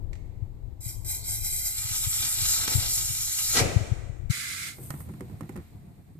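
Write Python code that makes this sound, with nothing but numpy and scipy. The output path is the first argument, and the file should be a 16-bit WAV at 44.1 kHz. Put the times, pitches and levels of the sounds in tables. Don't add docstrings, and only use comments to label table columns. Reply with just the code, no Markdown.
import sys
import numpy as np
from scipy import signal
from scipy.fft import rfft, irfft, next_fast_len
from scipy.io import wavfile
from scipy.ndimage import uniform_filter1d, map_coordinates

SR = 44100
rng = np.random.default_rng(int(sys.argv[2]) if len(sys.argv) > 2 else 0)


def generate_wav(sig):
    pcm = np.round(np.clip(np.atleast_2d(sig).T, -1, 1) * 32767).astype(np.int16)
    wavfile.write(sys.argv[1], SR, pcm)


N = 273023

# start_s, held_s, level_db
SQUEEZES = [(0.803, 0.099, -40.5), (1.043, 0.1015, -33), (1.236, 0.1223, -33), (1.392, 0.2034, -32),
            (1.595, 0.095, -31.5)]
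# time_s, hiss_db, rush_db
JET_FLOW = [(1.74, -34, -43.5), (1.88, -34, -37), (2.08, -31, -38.5), (2.32, -30.5, -35.5),
            (2.39, -32.5, -35), (2.51, -28.5, -32), (2.6, -32, -34.5), (2.75, -30.5, -31.5),
            (2.84, -33, -34.5), (2.96, -29, -38), (3.07, -33.5, -37.5), (3.25, -32, -39.5),
            (3.46, -29.5, -38), (3.55, -29, -34.5)]
# changes_per_s, depth_db
PINCHES = [(20, .6), (45, .7), (220, .8)]
# peak_s, swell_s, sizzle_db, rasp_db
FLECKS = [(1.247, 0.0937, -53.5, -46.5), (1.99, 0.1185, -37, -44), (2.441, 0.14, -41, -35),
          (2.505, 0.163, -31.5, -45), (2.615, 0.232, -46, -45.5), (2.93, 0.1438, -34.5, -36),
          (2.985, 0.0046, -35, -46.5), (3.17, 0.5, -40.5, -51.5), (3.28, 0.35, -41, -47),
          (3.45, 0.1954, -38, -37.5), (3.54, 0.0313, -27.5, -38.5), (3.573, 0.0263, -25, -36)]
# peak_s, swell_s, bark_db, boom_db
GAS_POCKETS = [(2.681, .007, -23, -48), (3.541, .018, -34, -40), (3.558, .014, -30, -43),
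               (3.575, .02, -22.5, -41), (3.595, .036, -21, -27.5)]
# peak_s, swell_s, level_db
GULPS = [(1.15, 0.5039, -55.5), (2.37, .1, -54), (2.6, .14, -53), (2.72, 0.0852, -44), (2.83, .18, -47),
         (3.05, 0.08, -56.5)]
# peak_s, swell_s, level_db
DRIBBLES = [(4.835, 0.1138, -45), (4.875, 0.1174, -46.5), (4.96, 0.193, -53), (5.008, 0.05, -43.5)]
# start_s, level_db, hardness_db, pitch_hz
KNOCKS = [(4.784, -36, -14, 381), (4.904, -27, -6, 148), (4.939, -28, -16.5, 160), (5.004, -36, -9.5, 160),
          (5.089, -37, -13.5, 300), (5.095, -29, -25.5, 140), (5.137, -31, -18.5, 170),
          (5.2069, -27.5, -13.5, 320), (5.297, -32.5, -22, 196), (5.408, -27, -14, 269),
          (5.432, -37, -17.5, 221.7), (5.492, -28.5, -13.5, 260), (5.558, -31, -15, 280),
          (5.563, -31, -14, 263), (5.574, -30, -16.5, 240), (6.153, -33, -29.5, 152.5)]
# pitch_hz, level_db, t60_s
BOARD_MODES = [(102, -2, 0.134), (128.9, 3, 0.12), (151.8, 1.5, 0.207), (205.5, -3.5, 0.156),
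               (275, -7.5, 0.098), (343.4, -5.5, 0.178), (387.4, -4.5, 0.1223), (479, -8.5, 0.15),
               (538.6, -19.5, 0.152), (793, -6, 0.098)]
# start_s, level_db, body_offset_db
CLICKS = [(0.131, -37, -14.5), (0.154, -47, -9.5), (5.9594, -62, -12.5)]
# time_s, level_db
GRIP = [(0.0, -41), (1.48, -42.5), (1.75, -49.5), (3.05, -41.5), (3.4, -50), (3.66, -40), (4.17, -44),
        (4.25, -38.5)]
# peak_s, level_db, pitch_hz
BUMPS = [(0.428, -22, 92.3), (.868, -27, 109), (1.855, -32, 101), (1.917, -29, 97.5), (2.074, -25.5, 103.3),
         (2.424, -29.5, 99.5), (2.758, -15, 101.8), (2.787, -19.5, 99), (3.107, -29.5, 105),
         (3.62, -18, 105.8), (3.659, -21.5, 103.8), (3.768, -10.5, 107.4), (3.815, -21.5, 102),
         (3.923, -15, 103.6), (4.04, -33, 100), (4.101, -24.5, 99.2), (4.24, -29, 100), (4.305, -14.5, 121)]

# centre_hz, width_hz, lift_db
TUBE_MODES = [(950, 110, 6), (1400, 130, 21), (1590, 130, 15), (2080, 240, 16), (2400, 260, 15.5),
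              (3170, 220, 17), (3680, 120, 6.0), (1150, 160, -7), (1780, 160, -6), (2830, 260, -8),
              (3480, 160, -10), (4400, 200, -5), (4000, 300, 12.5), (4720, 260, 6.5), (5020, 180, 10.0),
              (5630, 180, 13.5), (6480, 280, 8.0), (7000, 200, 3.0), (7370, 160, 4.5), (7700, 160, 3.5),
              (8020, 80, 4.0), (8240, 240, 8.0), (8760, 120, 3.0), (9280, 200, 5.0), (9990, 160, 10.0),
              (10600, 160, 5.0), (11920, 260, 7.5), (12480, 220, 8.5), (12860, 200, 14.0),
              (13400, 200, 8.0), (14100, 300, 3.0)]
OPENING_MODES = [(740, 200, 4), (1030, 50, -4), (1120, 90, 3), (1320, 180, 9), (1590, 130, 5.5),
                 (1970, 200, 7.5), (2330, 200, 8.5), (2850, 180, 3.5), (3200, 200, 6.5), (3630, 130, 7),
                 (4090, 260, 3.5), (4390, 200, 4), (4860, 90, -4), (4985, 120, 4), (5650, 140, 4.5),
                 (6800, 400, 1.5), (7395, 110, 5), (7690, 90, 2.5), (8026, 70, 3.5), (8310, 150, 3),
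                 (8743, 80, 3), (9200, 150, 1.5), (10020, 100, 3), (11450, 200, 1.5), (11850, 300, 2),
                 (12480, 200, 2), (12850, 200, 2), (14000, 900, 1)]
CAVITY_MODES = [(205, 20, 4), (285, 16, 5), (366, 16, 6), (395, 13, 11), (443, 13, 8), (469, 13, 6),
                (503, 13, 8), (561, 14, 4), (643, 13, 8), (698, 14, 9), (733, 13, 7)]
CORNER_MODES = [(1650, 300, 2.5), (2105, 220, 11), (2380, 120, 3.5), (3560, 120, 1.0), (6350, 250, 3.5),
                (7020, 300, 7.5), (8250, 300, 2.5), (8760, 300, 5.5), (12400, 600, 2.5)]
CAN_MODES = [(814, 123, 7), (1041, 120, 5.5), (1420, 205, 3), (1824, 140, 2), (2350, 260, 1)]

# frequency_hz, density_db
CHOKED_HISS = [(450, -34.5), (780, -11.5), (1050, -45), (2000, -22), (3000, -27), (4500, -12.5),
               (6800, -10), (7500, 2.5), (9500, -7.5), (12000, -3.5), (14300, -15.5)]
CLEAR_HISS = [(900, -47), (2700, -25.5), (4000, -28.5), (6300, -15), (6900, -8.5), (7400, 1), (8200, -3.5),
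              (9500, -8), (11000, -7), (12300, -6), (14300, -12.5)]
GASSY_HISS = [(900, -49.5), (2700, -21.5), (4000, -26), (5500, -6), (6300, -10.5), (6900, -1), (7400, -3.5),
              (8200, -1.5), (9500, -8), (11000, -4), (12300, -8.5), (14300, -8)]
RUSH = [(200, -11), (330, -15), (500, -28), (780, -11.5), (1000, -12.5), (2000, -9), (2700, -6.5),
        (4000, -1.5), (5500, 2), (6400, 0), (8000, -7.5), (14500, -20)]
SIZZLE = [(4500, -46.5), (5900, -5), (6450, -4), (6900, 0), (7300, 1.5), (8200, -16), (10500, -33.5)]
RASP = [(2500, -40.5), (3400, -19), (4000, 1), (4400, -2), (5000, -0.5), (6000, -18.5), (9000, -38.5)]
BARK = [(250, -1.5), (700, -6.5), (1000, -3), (2000, -5), (3200, -6), (5700, -2.5), (8000, -9), (11000, -9),
        (14300, -30.5)]
BOOM = [(100, -0.5), (190, 2), (400, 1), (650, 1.5), (1000, -10), (1500, -12), (2500, -7), (6000, -54)]
GURGLE = [(150, -13.5), (260, 1), (420, -9), (520, -5), (700, -3), (880, 1), (1100, -6), (1600, -30)]
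SHORT_HISS = [(300, -18), (700, -53.5), (900, -25), (1350, -3), (2000, -0.5), (3000, -1.5), (5500, -4.5),
              (8500, -2.5), (10500, -6), (14300, -9)]
FOAM = [(1500, -11.5), (3000, -18.5), (5800, -15.5), (7000, -12), (8600, -0.5), (10500, -7), (12200, -3),
        (14500, -6.5)]
SPATTER = [(4000, -19.5), (6000, -16), (7700, -9), (8800, 1), (10500, -5), (12400, -1), (14500, -8)]
CLACK = [(300, 2), (800, 0), (1300, 0), (1600, -6.5), (1900, -1), (2600, -11), (4000, -23), (8000, -27)]
TICK = [(1500, -27.5), (3000, -9.5), (5000, -4), (5900, -4), (7000, 0.5), (8700, 4.5), (10500, -1.5),
        (14500, -1)]
PLASTIC = [(600, 0), (1500, -5), (1950, 5), (2400, 5), (3000, -8), (3700, -4.5), (5500, -6.5), (7500, -4),
           (11000, -22.5), (14500, -25)]
HAND_RUMBLE = [(12, -34.5), (20, 1), (92, -3.5), (108, 0), (146, -13.5), (209, -34.5), (318, -28),
               (350, -21), (460, -64.5), (770, -120)]
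ARM_RUSTLE = [(15, -59.5), (25, -18.5), (69, -0.5), (108, 2.5), (283, -14), (624, -27), (701, -21),
              (757, -25), (1870, -44), (2500, -39.5), (3250, -77.5), (5500, -120)]
ROOM_NOISE = [(30, 7.5), (130, 1.5), (230, -7.5), (350, -8), (550, -14), (850, -18), (1300, -31.5),
              (3000, -55)]
AIR_HISS = [(600, -11), (1100, -1.5), (1400, -6), (2000, 0), (3000, -7.5), (4000, -4.5), (6000, -13),
            (7200, -7), (8700, -9), (10200, -23.5), (12200, -4.5), (14500, -12.5)]

# frequency_hz, correlation
JET_LIKENESS = [(300, 0.6), (1000, -0.11), (2400, 0.228), (3200, -0.825), (3900, 0.19), (4400, -0.706),
                (5600, -0.175), (6800, -0.723), (8000, -0.22), (8700, 0.052), (10000, -0.089),
                (14000, 0.084)]
ROOM_LIKENESS = [(60, 0.67), (250, 0.74), (500, 0.26), (800, -0.07), (1400, -0.01), (3000, 0),
                 (7000, -0.01), (14000, 0.02)]
# frequency_hz, t60_s
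ROOM_DECAY = [(150, 2), (500, 1.49), (2200, 1.314), (5000, 0.86), (8000, 1.165), (11000, 0.795),
              (14500, 0.83)]


def long_squirt():
    clear = rise(1.62, 0.205)
    gassy = rise(2.66, 0.4)
    plug = amp(-10 * swell(2.666, 0.018))
    flow = plug * (1 - rise(3.584, 0.051))
    hiss_db, rush_db = curves(JET_FLOW)
    foam_hiss = np.sqrt(1 - gassy) * nozzle(CLEAR_HISS, OPENING_MODES)
    gas_hiss = np.sqrt(gassy) * nozzle(GASSY_HISS, OPENING_MODES)
    hiss = choked_tube(clear) + clear * flow * amp(hiss_db) * (foam_hiss + gas_hiss)
    hiss *= amp(3 + sum(db * wobble(rate) for rate, db in PINCHES))
    sputter = amp(1.27 * wobble(35.98) + 1.23 * wobble(240))
    slipping = rise(1.5875, 0.199)
    rush = slipping * flow * amp(rush_db + 1) * nozzle(RUSH, OPENING_MODES)
    sizzle = sum(amp(db) * swell(s, swell_s) for s, swell_s, db, _ in FLECKS) * nozzle(SIZZLE)
    rasp = sum(amp(db) * swell(s, swell_s) for s, swell_s, _, db in FLECKS) * nozzle(RASP)
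    gas = drift(puffs() * rush, depth_db=1.4) + rasp
    jet = (hiss + sputter * flow * sizzle) * pan(0.32) + sputter * gas * pan(0.88)
    jet = drift(jet, depth_db=1.1)
    return walls(jet, t60_s=0.1325, echo_db=-5.5)


def choked_tube(clear):
    build_s, crack_db = 0.0554, -10
    squeezes = []
    for start_s, held_s, db in SQUEEZES:
        pressure = amp(db + crack_db * (1 - rise(start_s, build_s)))
        valve = gesture(start_s, attack_s=0.0051, held_s=held_s, fall_db_per_s=193.5)
        squeezes.append(pressure * valve)
    first_s, second_s = SQUEEZES[0][0], SQUEEZES[1][0]
    leak_db = -59 + 41 * since(second_s)
    leak = rise(first_s, build_s) * (1 - clear) * amp(leak_db)
    return np.max(squeezes + [leak], axis=0) * nozzle(CHOKED_HISS, TUBE_MODES)


def nozzle(spectrum, resonances=()):
    return noise(spectrum, resonances, JET_LIKENESS, direct_share=0.71)


def puffs(per_s=35, peak_s=0.005, lift=0.7):
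    t = np.arange(SR // 30) / SR
    kicks = (rng.random(N) < per_s / SR) * rng.uniform(size=N)
    puff = t / peak_s * np.exp(1 - t / peak_s)
    return unit(1 + lift * signal.fftconvolve(kicks, puff)[:N])


def spurt():
    spit_lead, boom_lag = 0.13, 0.37
    cavity_t60_s = 0.598
    spit = bark = boom = 0
    for peak_s, swell_s, bark_db, boom_db in GAS_POCKETS:
        spit += amp(bark_db - 4.5) * swell(peak_s - spit_lead * swell_s, swell_s)
        bark += amp(bark_db) * swell(peak_s, swell_s)
        boom_s = peak_s + boom_lag * swell_s
        age_s = since(boom_s)
        boom += amp(boom_db) * np.where(age_s > 0, amp(-60 * age_s / cavity_t60_s), swell(boom_s, swell_s))
    flutter = amp(0.58 * wobble(120))
    gas = spit * noise(RUSH, OPENING_MODES) + bark * noise(BARK, OPENING_MODES)
    return flutter * gas + boom * noise(BOOM, CAVITY_MODES)


def short_squirt():
    start_s, sag_db_per_s = 4.295, 7.5
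    valve = gesture(start_s, attack_s=0.012, held_s=0.391, fall_db_per_s=239.5)
    level_db = -32.5 - sag_db_per_s * since(start_s)
    jet = valve * amp(level_db + 0.62 * wobble(160)) * noise(SHORT_HISS, CORNER_MODES)
    balance = [(700, -16), (2000, -5), (6000, -3.5), (12000, 0)]  # frequency_hz, left_minus_right_db
    placed = filtered(jet, lambda hz: amp(np.outer([0.5, -0.5], along(balance, hz))))
    return walls(placed, t60_s=0.033, echo_db=-1)


def gurgle():
    gulps = sum(amp(db) * swell(s, swell_s) for s, swell_s, db in GULPS)
    return gulps * puffs() * noise(GURGLE, CAVITY_MODES)


def fizz():
    start_s = 4.72
    quick = amp(-51.5 - 29.5 * since(start_s))
    lingering = amp(-63.5 - 6 * since(start_s))
    flurries = sum(amp(db) * swell(s, swell_s) for s, swell_s, db in DRIBBLES)
    dribbles = amp(-4.5) * flurries * pops(SPATTER, per_s=2800)
    froth = amp(1.5 * wobble(30) + 1.8 * wobble(700) - 2.5) * noise(FOAM, CORNER_MODES)
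    bubbles = amp(-7) * pops(FOAM, per_s=320)
    foam = rise(start_s, 0.027) * np.hypot(quick, lingering) * (froth + bubbles)
    return (foam + dribbles) * pan(-1.5)


def pops(spectrum, per_s):
    bursts = (rng.random(N) < per_s / SR) * rng.standard_normal((2, N))
    coloured = filtered(bursts, lambda hz: amp(along(spectrum, hz)))
    return unit(walls(coloured, t60_s=0.005, echo_db=-2))


def knocks():
    wood = np.zeros(N)
    for start_s, db, _, spot_hz in KNOCKS:
        add(wood, start_s, amp(db) * board(spot_hz))
    start_s, db, hardness_db, _ = np.transpose(KNOCKS)
    clack = strikes(start_s, db + hardness_db, t60_s=0.023, ring_db=-14.5, ring_t60_s=0.22)
    tick_db = db + 1.778 * hardness_db + 4
    tick = strikes(start_s, tick_db, t60_s=0.0202, ring_db=-15, ring_t60_s=0.08)
    return wood * pan(-1.47) + clack * noise(CLACK, CAN_MODES) * pan(-5.5) + tick * noise(TICK) * pan(-7)


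def board(spot_hz):
    thud_hz, thud_lag_s, thud_width_s = 280, 0.0052, 0.0027
    spread_octaves = 0.986
    favour = lambda hz: np.exp(-(np.log2(hz / spot_hz) / spread_octaves) ** 2)
    t = np.arange(SR // 3) / SR
    flex = np.exp(-((t - thud_lag_s) / thud_width_s) ** 2)
    thud = favour(thud_hz) * flex * np.cos(2 * np.pi * thud_hz * (t - thud_lag_s))
    hz, mode_db, t60_s = np.transpose(BOARD_MODES)[:, :, None]
    strength, detune = rng.standard_normal((2, len(BOARD_MODES), 1))
    build_up = 1 - np.exp(-t * hz / 0.73)
    envelope = favour(hz) * build_up * amp(mode_db + 2.76 * strength - 60 * t / t60_s)
    ring = (envelope * np.sin(2 * np.pi * hz * (1 + 0.0365 * detune) * t)).sum(0)
    return amp(-3.5) * thud + amp(-5.5) * ring / np.abs(ring).max()


def clicks():
    start_s, db, body_db = np.transpose(CLICKS)
    snap = strikes(start_s, db - 7, t60_s=0.0226, ring_db=-16, ring_t60_s=0.174)
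    body = strikes(start_s, db + body_db - 9, t60_s=0.041, ring_db=-12.5, ring_t60_s=0.3)
    return (snap * noise(PLASTIC) + body * noise(BOOM, CAVITY_MODES)) * pan(-1)


def foam_crackle():
    start_s = rng.uniform(4.8, 5.62, 24)
    level_db = -68 + 12 * rng.random(len(start_s)) ** 3
    ticks = strikes(start_s, level_db, t60_s=0.014, ring_db=-19.5, ring_t60_s=0.073)
    return ticks * noise(TICK) * pan(-9.5)


def handling():
    grip_db, = curves(GRIP)
    gripping = 1 - rise(4.29, 0.025)
    body = gripping * amp(grip_db + 7.5 + 2.73 * wobble(18)) * noise(HAND_RUMBLE)[0]
    t = np.arange(SR // 8) / SR
    for peak_s, db, hz in BUMPS:
        build_s = 1.321 / hz
        push = (t / build_s * np.exp(1 - t / build_s)) ** 6
        add(body, peak_s - build_s, amp(db + 5) * push * np.cos(2 * np.pi * hz * (t - build_s)))
    return body * amp([[0], [-26]])


def arm_rustle():
    move = rise(4.29, 0.03) * gesture(3.962, attack_s=0.99, held_s=1.637, fall_db_per_s=14.5)
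    rustle = move * amp(-44 + 2.42 * wobble(25)) * noise(ARM_RUSTLE)
    sleeve = move ** 2 * amp(-63 + 0.6 * wobble(23)) * noise(AIR_HISS)
    return rustle + sleeve * pan(-1.4)


def walls(x, t60_s, echo_db):
    t = np.arange(SR // 8) / SR
    echo = rng.standard_normal((2, len(t))) * amp(-60 * t / t60_s)
    echo *= amp(echo_db) / np.linalg.norm(echo[0])
    echo[:, 0] += 1
    return signal.fftconvolve(x, echo / np.linalg.norm(echo[0]), axes=1)[:, :N]


def room(x):
    hz, t, bands = signal.stft(rng.standard_normal((2, SR + SR // 2)), SR, nperseg=256)
    decay = amp(-60 * t / along(ROOM_DECAY, hz)[:, None])
    tail = signal.istft(bands * decay, SR, nperseg=256)[1]
    return signal.fftconvolve(x, tail / np.linalg.norm(tail[0]), axes=1)[:, :N]


def room_tone(fall_db_per_s=5):
    low = amp(-46.5 - fall_db_per_s * since(0) + wobble(4.4)) * noise(ROOM_NOISE)
    return low + amp(-72 + 0.39 * wobble(30)) * noise(AIR_HISS) * pan(-1.3)


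def noise(spectrum, resonances=(), likeness=ROOM_LIKENESS, direct_share=0):
    size = next_fast_len(N + SR // 4)
    hz = np.fft.rfftfreq(size, 1 / SR)
    lift_db = sum(db * np.exp2(-np.minimum((2 * (hz - centre_hz) / width_hz) ** 2, 20))
                  for centre_hz, width_hz, db in resonances)
    source, scatter = rfft(rng.standard_normal((2, size))) * amp(along(spectrum, hz) + lift_db)
    angle = np.arccos(np.clip(along(likeness, hz), -1, 1)) / 2
    mid = np.cos(angle) * source
    side = np.sin(angle) * (1j * np.sqrt(direct_share) * source + np.sqrt(1 - direct_share) * scatter)
    return unit(irfft(np.array([mid + side, mid - side]), size)[:, :N])


def drift(x, depth_db):
    bands = signal.stft(x, nperseg=512)[2]
    field = uniform_filter1d(rng.standard_normal(bands.shape[1:]), size=9, axis=0)
    field = uniform_filter1d(field, size=12, axis=1)
    return signal.istft(bands * amp(depth_db * unit(field)), nperseg=512)[1][:, :N]


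def strikes(starts_s, levels_db, t60_s, ring_db, ring_t60_s):
    track, t = np.zeros(N), np.arange(SR // 2) / SR
    attack = 1 - np.exp(-t / 0.000473)
    blow = attack * (amp(-60 * t / t60_s) + amp(ring_db - 60 * t / ring_t60_s))
    for start_s, db in zip(starts_s, levels_db):
        add(track, start_s, amp(db + 2) * blow)
    return track


def gesture(start_s, attack_s, held_s, fall_db_per_s):
    return rise(start_s, attack_s) * amp(-fall_db_per_s * since(start_s + held_s))


def swell(peak_s, swell_s):
    return amp(-20 * np.abs(np.arange(N) / SR - peak_s) / swell_s)


def rise(start_s, length_s):
    return np.minimum(since(start_s) / length_s, 1)


def since(start_s):
    return np.maximum(np.arange(N) / SR - start_s, 0)


def wobble(per_s):
    knots = rng.standard_normal(int(N * per_s / SR) + 4)
    return map_coordinates(knots, [np.arange(N) * per_s / SR])


def curves(rows):
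    time_s, *columns = np.transpose(rows)
    return [np.interp(np.arange(N) / SR, time_s, column) for column in columns]


def along(points, hz):
    point_hz, values = np.transpose(points)
    return np.interp(np.log(hz + 1), np.log(point_hz + 1), values)


def filtered(x, response):
    size = next_fast_len(N + SR // 4)
    return irfft(rfft(x, size) * response(np.fft.rfftfreq(size, 1 / SR)), size)[..., :N]


def add(track, start_s, sound):
    part = track[..., max(round(start_s * SR), 0):][..., :sound.shape[-1]]
    part += sound[..., :part.shape[-1]]


def pan(left_db):
    return amp([[left_db / 2], [-left_db / 2]])


def amp(db):
    return 10 ** (np.asarray(db) / 20)


def unit(x):
    return x / np.sqrt(np.mean(x ** 2) + 1e-20)


def scene():
    jet, burst, snaps = long_squirt(), spurt(), clicks()
    corner = short_squirt() + knocks() + foam_crackle()
    echoes = room(amp(-13.5) * jet + amp(-9) * burst + amp(-7) * snaps + amp(-42) * corner)
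    foreground = jet + burst + snaps + corner
    return foreground + echoes + gurgle() + fizz() + handling() + arm_rustle() + room_tone()


def record(dry):
    top_hz = 14580
    return filtered(dry, lambda hz: hz < top_hz)


dry = scene()
out = record(dry)
generate_wav(out)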